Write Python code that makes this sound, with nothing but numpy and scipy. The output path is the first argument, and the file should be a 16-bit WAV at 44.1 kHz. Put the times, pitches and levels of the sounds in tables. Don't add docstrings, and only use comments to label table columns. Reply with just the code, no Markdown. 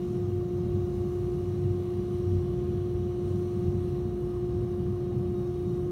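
import sys
import numpy as np
from scipy import signal
from scipy.fft import rfft, irfft, next_fast_len
from scipy.io import wavfile
from scipy.ndimage import uniform_filter1d, map_coordinates

SR = 44100
rng = np.random.default_rng(int(sys.argv[2]) if len(sys.argv) > 2 else 0)


def to_wav(sig):
    pcm = np.clip(np.atleast_2d(sig), -1, 1) * 32767
    pcm = np.round(pcm).astype(np.int16)
    wavfile.write(sys.argv[1], SR, pcm.T)


N = 260631

SHAFT_HZ, PUMP_HZ = 59.325, 59.93
SWELL_DB, SWELL_RATE = 1.7, 7
TOP_HZ = 15750

# (frequency [Hz], relative density [dB])
DUCT_SPECTRUM = [(12, -47), (27, -41.5), (45, -21.5), (75, -11), (150, -10.5), (218, -12), (235, -20.5),
                 (280, -27.5), (300, -21.5), (390, -20.5), (410, -30.5), (650, -37.5), (820, -41.5),
                 (950, -44.5), (2500, -58.5)]
# (centre [Hz], width [Hz], lift or cut [dB])
CABINET_MODES = [(33.4, 4, 8.5), (50, 6.2, 3), (69.7, 8, -7), (95.7, 8.4, 12), (108.6, 5.2, -10),
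                 (138.2, 12, 5), (161.2, 9.3, -7), (182.5, 12, 2.5), (236, 8, -4.5), (334, 11, -2),
                 (365, 21, 3.5), (410, 9, 0), (454, 12, 0.5), (486, 33, 3.5), (598, 11, 4.5),
                 (645, 33, -5.5), (670, 52, 3.5), (785, 46, 4.5), (1078, 45, 8.5), (1144, 43, 10),
                 (1239, 46, 10.5), (1430, 140, 3.5), (1645, 49, 4)]
BLOWER_TONES = {1: -49, 2: -44, 5: -65.5, 6: -32.5, 7: -63.5, 12: -55.5, 18: -69.5}
PUMP_TONES = {1: -47.5, 3: -50, 5: -62.5, 7: -60, 9: -67.5}
# (frequency [Hz], relative density [dB])
JET_LOW_SPECTRUM = [(1200, -36.5), (1700, -7.5), (2600, -4), (4300, -5.5), (4700, -9.5), (5300, -40)]
# (frequency [Hz], relative density [dB])
JET_MID_SPECTRUM = [(4000, -42.5), (4800, -2.5), (5800, -0.5), (6900, -4), (7600, -9), (8300, -42)]
# (frequency [Hz], relative density [dB])
JET_TOP_SPECTRUM = [(7000, -39.5), (7800, -4.5), (9300, 0), (10100, -2), (10500, -10.5), (11000, -42)]
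# (frequency [Hz], relative density [dB])
JET_THIN_SPECTRUM = [(10000, -38), (10500, -4), (11300, 0), (13200, -1.5), (15600, -2), (17000, -5)]
# (centre [Hz], width [Hz], lift or cut [dB])
LID_MODES = [(1910, 70, 6.5), (2200, 70, 4.5), (2882, 120, 7.5), (3000, 40, 2.5), (3190, 40, 3.5),
             (3360, 88, 5.5), (3490, 100, 0.5), (3760, 79, 7), (3940, 45, 4), (4050, 46, 3.5),
             (4200, 97, 4.5), (5190, 66, 3), (5570, 210, 4), (5980, 98, 6.5), (6420, 150, 4),
             (7310, 100, 7), (8700, 120, 3.5), (9390, 160, 1), (11700, 150, -1.5), (12800, 300, 2),
             (14000, 150, 0.5)]
# (time [s], level [dB])
BRIGHT_LEVEL = [(0.05, -70), (0.31, -72), (0.74, -71.5), (0.94, -69), (1.66, -71), (2.33, -70.5),
                (2.73, -73), (3.17, -72), (3.28, -69), (3.83, -71.5), (3.94, -71.5), (5.24, -73),
                (5.64, -71), (5.85, -71.5)]
# (time [s], level [dB])
LOW_LEVEL = [(0.05, -63.5), (0.32, -65), (2.08, -63), (3.98, -63.5), (4.02, -65), (5.82, -65.5),
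             (5.85, -66.5)]
HISS_RANGES = {"low": (-65, 0.16, 1.25, 0.17), "mid": (-70.5, 1, 0.4, -0.14), "top": (-74, 1.1, 0.6, 0.2),
               "thin": (-74, 0.9, -0.1, 0.03)}


def amp(db):
    return 10 ** (np.asarray(db) / 20)


def unit(x):
    return x / np.sqrt(np.mean(x ** 2) + 1e-20)


def wobble(rate):
    knots = rng.standard_normal(int(N * rate / SR) + 4)
    return map_coordinates(knots, [np.arange(N) * rate / SR])


def filtered(x, response):
    size = next_fast_len(N + 8192)
    hz = np.fft.rfftfreq(size, 1 / SR)
    return irfft(rfft(x, size) * response(hz), size)[..., :N]


def patched(x, depth_db, size, bins, frames):
    spectrogram = signal.stft(x, nperseg=size)[2]
    field = rng.standard_normal(spectrogram.shape)
    for _ in range(2):
        field = uniform_filter1d(field, size=bins, axis=0)
        field = uniform_filter1d(field, size=frames, axis=1)
    gain = amp(depth_db * unit(field))
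    return signal.istft(spectrogram * gain, nperseg=size)[1][:N]


def air(spectrum, modes, patchy_db):
    noise = patched(rng.standard_normal(N), patchy_db, size=1024, bins=6, frames=6)
    freqs, levels = np.transpose(spectrum)

    def colour(hz):
        base_db = np.interp(np.log(hz + 1), np.log(freqs), levels, -120, -120)
        modes_db = sum(db / (1 + (2 * (hz - centre) / width) ** 2) for centre, width, db in modes)
        return amp(base_db + modes_db)

    return unit(filtered(noise, colour))


def hum(phase, orders, waver_db):
    total = 0
    for k, db in orders.items():
        strength = np.sqrt(2) * amp(db + waver_db * wobble(9))
        total = total + strength * np.sin(k * phase + 2 * np.pi * rng.random())
    return total


def duct_rumble():
    duct = amp(-32) * air(DUCT_SPECTRUM, CABINET_MODES, patchy_db=0.58)
    bass = filtered(duct, lambda hz: 1 / (1 + (hz / 250) ** 8))
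    swell = amp(SWELL_DB * wobble(SWELL_RATE))
    return duct + (swell - 1) * bass


def blower_tones():
    t = np.arange(N) / SR
    turn = 2 * np.pi * SHAFT_HZ * t + 0.017 * wobble(2)
    return hum(turn, BLOWER_TONES, waver_db=0.5)


def pump_hum(stroke):
    return hum(stroke, PUMP_TONES, waver_db=1.5)


def swing(points):
    level = np.interp(np.arange(N) / SR, *np.transpose(points))
    return level - level.mean()


def under_lid(x, depth_db):
    return unit(patched(x, depth_db, size=4096, bins=2, frames=30)) * np.std(x)


def jet_hiss(stroke):
    travel_s = (np.arange(N) - N / 2) / SR
    bright, low = swing(BRIGHT_LEVEL), swing(LOW_LEVEL)
    # (range, spectrum, patchiness of the air [dB], depth of the lid's peaks and dips [dB])
    layers = [("low", JET_LOW_SPECTRUM, 0.46, 2.1), ("mid", JET_MID_SPECTRUM, 1.15, 2.5),
              ("top", JET_TOP_SPECTRUM, 1.4, 2.1), ("thin", JET_THIN_SPECTRUM, 2.0, 1.5)]
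    hiss = np.zeros(N)
    for name, spectrum, patchy_db, depth_db in layers:
        mean_db, bright_share, low_share, drift = HISS_RANGES[name]
        level_db = mean_db + bright_share * bright + low_share * low + drift * travel_s
        hiss += amp(level_db) * under_lid(air(spectrum, LID_MODES, patchy_db), depth_db)
    pulse_db = 0.65 * np.sin(stroke) + 0.26 * wobble(12)
    return amp(pulse_db) * hiss


def pump_and_jet():
    stroke = 2 * np.pi * PUMP_HZ * np.arange(N) / SR
    return pump_hum(stroke) + jet_hiss(stroke)


def scene():
    return (duct_rumble() + blower_tones() + pump_and_jet())[None]


def record(dry):
    return filtered(dry, lambda hz: hz < TOP_HZ)


dry = scene()
out = record(dry)
to_wav(out)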